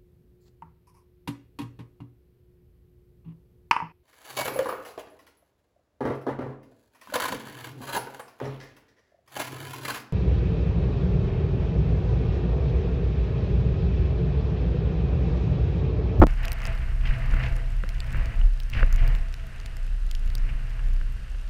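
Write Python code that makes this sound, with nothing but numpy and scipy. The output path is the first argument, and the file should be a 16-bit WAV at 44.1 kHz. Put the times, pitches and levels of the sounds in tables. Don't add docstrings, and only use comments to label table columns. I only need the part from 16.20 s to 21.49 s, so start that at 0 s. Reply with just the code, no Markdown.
import sys
import numpy as np
from scipy import signal
from scipy.fft import rfft, irfft
from scipy.io import wavfile

SR = 44100
rng = np.random.default_rng(int(sys.argv[2]) if len(sys.argv) > 2 else 0)


def dump_mix(stems):
    frames = np.atleast_2d(stems).T
    limited = np.clip(frames, -1, 1)
    pcm = np.round(limited * 32767).astype(np.int16)
    wavfile.write(sys.argv[1], SR, pcm)


N = 233402
TIME = np.arange(N) / SR
CUT_S = 0.0689

# frequency in Hz, relative level in dB, t60 in s.
SHELL_MODES = [(200, -12.5, 0.083), (292, -19.5, 0.11), (523, -11.5, 0.04), (950, -6, 0.0041),
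               (1540, 8, 0.0055), (2250, -1.5, 0.0036), (2770, -8, 0.021)]


def from_db(db):
    return 10 ** (np.asarray(db) / 20)


def rms_one(x):
    return x / np.sqrt(np.mean(x ** 2) + 1e-20)


def in_time(rows):
    times_s, *columns = np.transpose(rows)
    return [np.interp(TIME, times_s, column) for column in columns]


def drift(rate_hz):
    bins_hz = np.arange(N // 2 + 1) * SR / N
    spectrum = rfft(rng.standard_normal(N)) / (1 + (bins_hz / rate_hz) ** 2)
    return rms_one(irfft(spectrum, N))


def follow(control_db, share, swing_db, rate_hz):
    return share * (control_db - control_db.mean()) + swing_db * drift(rate_hz)


def noise(colour):
    hz, db = np.transpose(colour)
    bins_hz = np.arange(1, N // 2 + 2) * SR / N
    gain = from_db(np.interp(np.log(bins_hz), np.log(hz), db))
    return rms_one(irfft(rfft(rng.standard_normal(N)) * gain, N))


def resonance(x, hz, width_hz):
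    r = np.exp(-np.pi * width_hz / SR)
    zeros = np.array([1, 0, -1]) * (1 - r * r) / 2
    poles = [1, -2 * r * np.cos(2 * np.pi * hz / SR), r * r]
    return signal.lfilter(zeros, poles, x)


def wavering_tone(hz, wander_hz, rate_hz):
    pitch_hz = hz + wander_hz * drift(rate_hz)
    return np.sqrt(2) * np.sin(2 * np.pi * np.cumsum(pitch_hz) / SR)


def struck(modes, length_s, detune, spread_db, tilt_db=0):
    hz, db, t60_s = np.transpose(modes)[:, :, None]
    t = TIME[:int(length_s * SR)]
    shift, strength = rng.standard_normal((2, len(modes), 1))
    level_db = db + spread_db * strength + tilt_db * np.log2(hz / hz[0]) - 60 * t / t60_s
    sign = (-1) ** np.arange(len(modes))[:, None]
    ringing = np.sin(2 * np.pi * hz * (1 + detune * shift) * t)
    return np.sum(sign * from_db(level_db) * ringing, axis=0)


def swing(hz, db, decay_s):
    t = TIME[:SR // 8]
    return from_db(db) * np.exp(-t / decay_s) * np.sin(2 * np.pi * hz * t)


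def add(track, start_s, sound):
    start = int(np.clip(start_s * SR, 0, N - 1))
    track[start:start + len(sound)] += sound[:N - start]


def plop_filter(plops):
    return signal.sosfilt(signal.butter(4, 3400, fs=SR, output="sos"), plops)


def electronics(whine_hz=8570, peak_db=-63, burst_s=0.0022, chirps_per_s=29.97):
    phase = (TIME * chirps_per_s - 1 / 3) % 1
    from_middle_s = (phase - .5) / chirps_per_s
    burst = np.exp(-.5 * (from_middle_s / burst_s) ** 2)
    return from_db(peak_db) * burst * np.sin(2 * np.pi * whine_hz * TIME)


def still_air(rms_db=-48):
    # frequency in Hz, relative level in dB per Hz.
    air_colour = [(20, 18.5), (60, 24.5), (150, -21), (250, -3), (450, 1), (900, -6.5), (1650, 4),
                  (2200, -7.5), (2750, 1.5), (3400, -8), (4500, -8.5), (6500, -14.5), (13000, -22),
                  (16000, -59)]
    return from_db(rms_db) * noise(air_colour)


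def hoot(rush_db, mean_db=-57, share=0.99, swing_db=1.5, lag_s=0.024):
    # frequency in Hz, width in Hz, relative level in dB.
    hollow_modes = [(507, 57, 0.5), (663.2, 26, 7.5), (814, 50, -4)]
    lagged_rush_db = np.interp(TIME - lag_s, TIME, rush_db)
    level_db = mean_db + follow(lagged_rush_db, share, swing_db, rate_hz=4.4)
    turbulence = rng.standard_normal(N)
    hollow = sum(from_db(db) * resonance(turbulence, hz, width_hz) for hz, width_hz, db in hollow_modes)
    return from_db(level_db) * rms_one(hollow)


def wind(buffet_db, rush_db, lumps_db=1.35, flutter_db=1.7):
    # frequency in Hz, relative level in dB per Hz.
    buffet_colour = [(12, 0.5), (25, -8.5), (45, 2), (60, 6.5), (78, -3.5), (105, -6), (145, -14.5),
                     (170, -16), (240, -22), (400, -33.5), (900, -66)]
    rush_colour = [(150, 7.5), (350, -25.5), (560, -6.5), (850, -7), (1300, -2), (1950, 2), (2350, -2.5),
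                   (2850, -4.5), (3350, -19.5), (4800, -23.5), (6500, -40), (15000, -79)]
    buffet = from_db(buffet_db + 2.5 + lumps_db * drift(17)) * noise(buffet_colour)
    rush = from_db(rush_db + 1.5 + flutter_db * drift(52)) * noise(rush_colour)
    return buffet + rush + hoot(rush_db)


def mount(buffet_db, lumps_db=3, hum_mean_db=-44, hum_share=1.12, hum_swing_db=3):
    # time in s, sway level in dB before the random lumps.
    sway_curve = [(0.08, -25), (0.36, -31.5), (0.91, -19), (0.95, -38), (1.17, -16.5), (1.21, -40),
                  (1.33, -24), (1.75, -23), (1.82, -35.5), (2.02, -24.5), (2.12, -39.5), (2.2, -16),
                  (2.55, -34.5), (2.6, -16.5), (2.95, -19.5), (3.27, -39), (3.94, -24), (4.61, -27.5),
                  (4.69, -17), (4.98, -35), (5.2, -25), (5.29, -39.5)]
    sway_db, = in_time(sway_curve)
    sway_db = sway_db + lumps_db * drift(11.3)
    sway = from_db(sway_db) * wavering_tone(hz=32, wander_hz=2.07, rate_hz=7.7)
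    hum_db = hum_mean_db + follow(buffet_db, hum_share, hum_swing_db, rate_hz=10.4)
    hum = from_db(hum_db) * wavering_tone(hz=122.4, wander_hz=5.0, rate_hz=14.86)
    return sway + hum


def spray(grain_db=3.5):
    # start in s, level in dB, length in s.
    flurries = [(0.226, -45, 0.044), (0.854, -36.5, 0.042), (0.936, -44, 0.02), (1.227, -35.5, 0.053),
                (2.529, -36.5, 0.079), (2.78, -40.5, 0.023), (4.288, -45.5, 0.024)]
    # frequency in Hz, relative level in dB per Hz.
    spray_colour = [(500, -24), (1300, -9), (2200, 3.5), (2900, 1.5), (3500, -12), (5000, -17), (6500, -27),
                    (15000, -60)]
    swell = np.zeros(N)
    for start_s, db, length_s in flurries:
        t = TIME[:int(2 * length_s * SR)]
        onset = 1 - np.exp(-t / 0.00049)
        add(swell, start_s, from_db(db) * onset * np.exp(-(t / length_s) ** 2))
    grain = from_db(grain_db * drift(150))
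    return swell * rms_one(grain * noise(spray_colour))


def patter(rush_db, count=170):
    out = np.zeros(N)
    chance = from_db(.8 * rush_db)
    samples = rng.choice(N, count, p=chance / chance.sum())
    sizes = rng.uniform(-1.1, 1, count)
    for at, size in zip(samples, sizes):
        plop = struck(SHELL_MODES[3:], length_s=.02, detune=.12, spread_db=3, tilt_db=3)
        peak_db = rush_db[at] + 5.5 + 3.0 * size
        add(out, at / SR, from_db(peak_db) * plop / np.abs(plop).max())
    return plop_filter(out)


def tick(tilt_db, splash_s=0.00092):
    # frequency in Hz, relative level in dB, t60 in s.
    case_modes = [(2450, -5, 0.0025), (3460, -1.5, 0.0015), (5120, -4, 0.0023), (7220, -6, 0.0028),
                  (7400, -3, 0.001), (9730, -10.5, 0.0027), (12640, -7, 0.0013), (15200, -15, 0.0019)]
    t = TIME[:SR // 200]
    force = .33 * rng.standard_normal(len(t)) * np.exp(-t / splash_s)
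    force[0] = 1
    ringing = struck(case_modes, length_s=.012, detune=0.047, spread_db=2.6, tilt_db=tilt_db)
    sound = np.convolve(force, ringing)
    return sound / np.abs(sound).max()


def drizzle(rush_db, count=150, smallest_db=-46, size_db=2.5, tilt_db=-4, tilt_spread_db=9.5):
    out = np.zeros(N)
    chance = from_db(0.41 * rush_db)
    times_s = rng.choice(TIME, count, p=chance / chance.sum())
    sizes = np.minimum(rng.exponential(1, count), 3)
    colours = rng.uniform(-1.3, 1, count)
    for start_s, size, colour in zip(times_s, sizes, colours):
        peak_db = smallest_db + size_db * size
        add(out, start_s, from_db(peak_db) * tick(tilt_db + tilt_spread_db * colour))
    return out


def rain():
    # time in s, peak in dB (drips: before the low-pass), brightness in dB per octave.
    drops = [(0.25, -26, -11), (0.254, -25.5, 1), (0.282, -22, -7), (0.319, -20.5, -3), (0.33, -23.5, 14),
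             (0.404, -30, -9), (0.419, -33, -2), (0.454, -20.5, -8), (0.465, -31, -3), (0.471, -29, -3.5),
             (1.143, -32.5, -3), (1.365, -35, 2), (1.691, -27, -2), (1.804, -23, -2.5), (1.907, -32, -8.5),
             (1.928, -33, -1.5), (2.058, -32, -5), (2.402, -28.5, -7), (2.5, -32.5, -1),
             (2.727, -26.5, -1.5), (2.761, -29, 0), (2.878, -29, 4), (2.951, -28, -7), (3.141, -28, -4.5),
             (3.401, -34, -4), (3.461, -27.5, -2.5), (3.569, -32, -1.5), (3.913, -25, -4),
             (3.951, -26, -4.5), (4.077, -37.5, -2), (4.102, -35.5, -2), (4.153, -22, -2.5),
             (4.182, -30, -4)]
    drips = [(1.1379, -21.5, -3), (1.6371, -22, -2.5), (1.946, -25, 1), (2.04, -41, -5), (2.214, -30.5, 19),
             (2.551, -27, 0), (2.608, -26, 3), (2.6296, -13, -0.5), (4.292, -39, 9), (4.393, -37, 2),
             (4.593, -33.5, 4), (4.813, -31.5, 0.5), (5.147, -36.5, -1)]
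    ticks, plops = np.zeros(N), np.zeros(N)
    for time_s, db, tilt_db in drops:
        add(ticks, time_s - .0003, from_db(db) * tick(tilt_db))
    for time_s, db, tilt_db in drips:
        plop = struck(SHELL_MODES, length_s=.05, detune=.03, spread_db=1.5, tilt_db=tilt_db)
        add(plops, time_s, from_db(db) * plop / np.abs(plop).max())
    return ticks + plop_filter(plops)


def click(peak_db=-28, decay_s=.002):
    out = np.zeros(N)
    add(out, CUT_S, from_db(peak_db) * np.exp(-TIME[:SR // 20] / decay_s))
    return out


def knock(dull_hz=2300, rub_db=-28, rub_s=0.058, grind_db=-10):
    # start in s, relative level in dB, approximate contact time in s.
    contacts = [(0.016, -5, 0.00034), (0.0196, -2, 0.00036), (0.0221, -12, 0.00055),
                (0.0251, -3.5, 0.00045), (0.0281, -12, 0.00031), (0.0294, -27.5, 0.00055),
                (0.036, -2.5, 0.00074)]
    # frequency in Hz, relative level in dB, t60 in s.
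    body_modes = [(150, -7.5, 0.058), (225, -10.5, 0.08), (314, -5, 0.05), (502, -4, 0.022),
                  (683, -7, 0.021), (900, -7.5, 0.02), (1295, -3.5, 0.01), (1580, -19, 0.0029),
                  (2220, -31, 0.0059)]
    # frequency in Hz, relative level in dB per Hz.
    grind_colour = [(100, -7), (600, 3), (1500, -8), (2500, -17.5), (5000, -23), (12000, -18)]
    out, grip = np.zeros(N), np.zeros(N)
    t = TIME[:SR // 10]
    add(out, 0, -swing(hz=80, db=2.0, decay_s=0.0072))
    add(out, contacts[0][0], swing(hz=47.1, db=-5.5, decay_s=0.038))
    add(grip, 0, from_db(rub_db) * np.exp(-t / rub_s))
    for start_s, db, contact_s in contacts:
        push = np.hanning(int(contact_s * SR) + 3)
        ringing = struck(body_modes, length_s=.1, detune=.012, spread_db=1)
        add(out, start_s, from_db(db + 0.5) * np.convolve(push / push.sum(), ringing))
        add(grip, start_s, from_db(db) * np.exp(-t / .0025))
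    grind = from_db(grind_db) * grip * noise(grind_colour)
    return signal.sosfilt(signal.butter(2, dull_hz, fs=SR, output="sos"), out + grind)


def scene():
    # time in s, buffeting in dB, rush of air in dB, both before wind()'s offsets.
    gusts = [(0.07, -34, -42), (0.16, -36.5, -51), (0.26, -31.5, -41), (0.35, -38, -47), (0.48, -33, -41),
             (0.79, -35.5, -53), (0.87, -31, -42), (1.08, -32.5, -44), (1.23, -27.5, -38),
             (1.31, -30, -44.5), (1.56, -40, -56), (1.86, -35.5, -48.5), (1.98, -30, -42.5),
             (2.2, -36, -50), (2.3, -47, -59), (2.5, -40.5, -58), (2.57, -25.5, -37.5), (2.7, -35, -48.5),
             (2.88, -29, -40.5), (3.08, -41, -55.5), (3.44, -40.5, -53), (3.8, -45.5, -62),
             (4.27, -35.5, -51.5), (4.6, -40.5, -53), (4.76, -39, -59), (5.29, -45, -62)]
    buffet_db, rush_db = in_time(gusts)
    air = still_air() + wind(buffet_db, rush_db) + mount(buffet_db)
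    water = spray() + patter(rush_db) + drizzle(rush_db) + rain()
    weather = (air + water) * (TIME > CUT_S)
    return (electronics() + weather + click() + knock())[None]


def record(dry, ceiling=1.0, cutoff_hz=15700):
    rounded = dry / (1 + (dry / ceiling) ** 4) ** (1 / 4)
    return signal.sosfilt(signal.ellip(10, .1, 90, cutoff_hz, fs=SR, output="sos"), rounded)


dry = scene()
out = record(dry)
dump_mix(out)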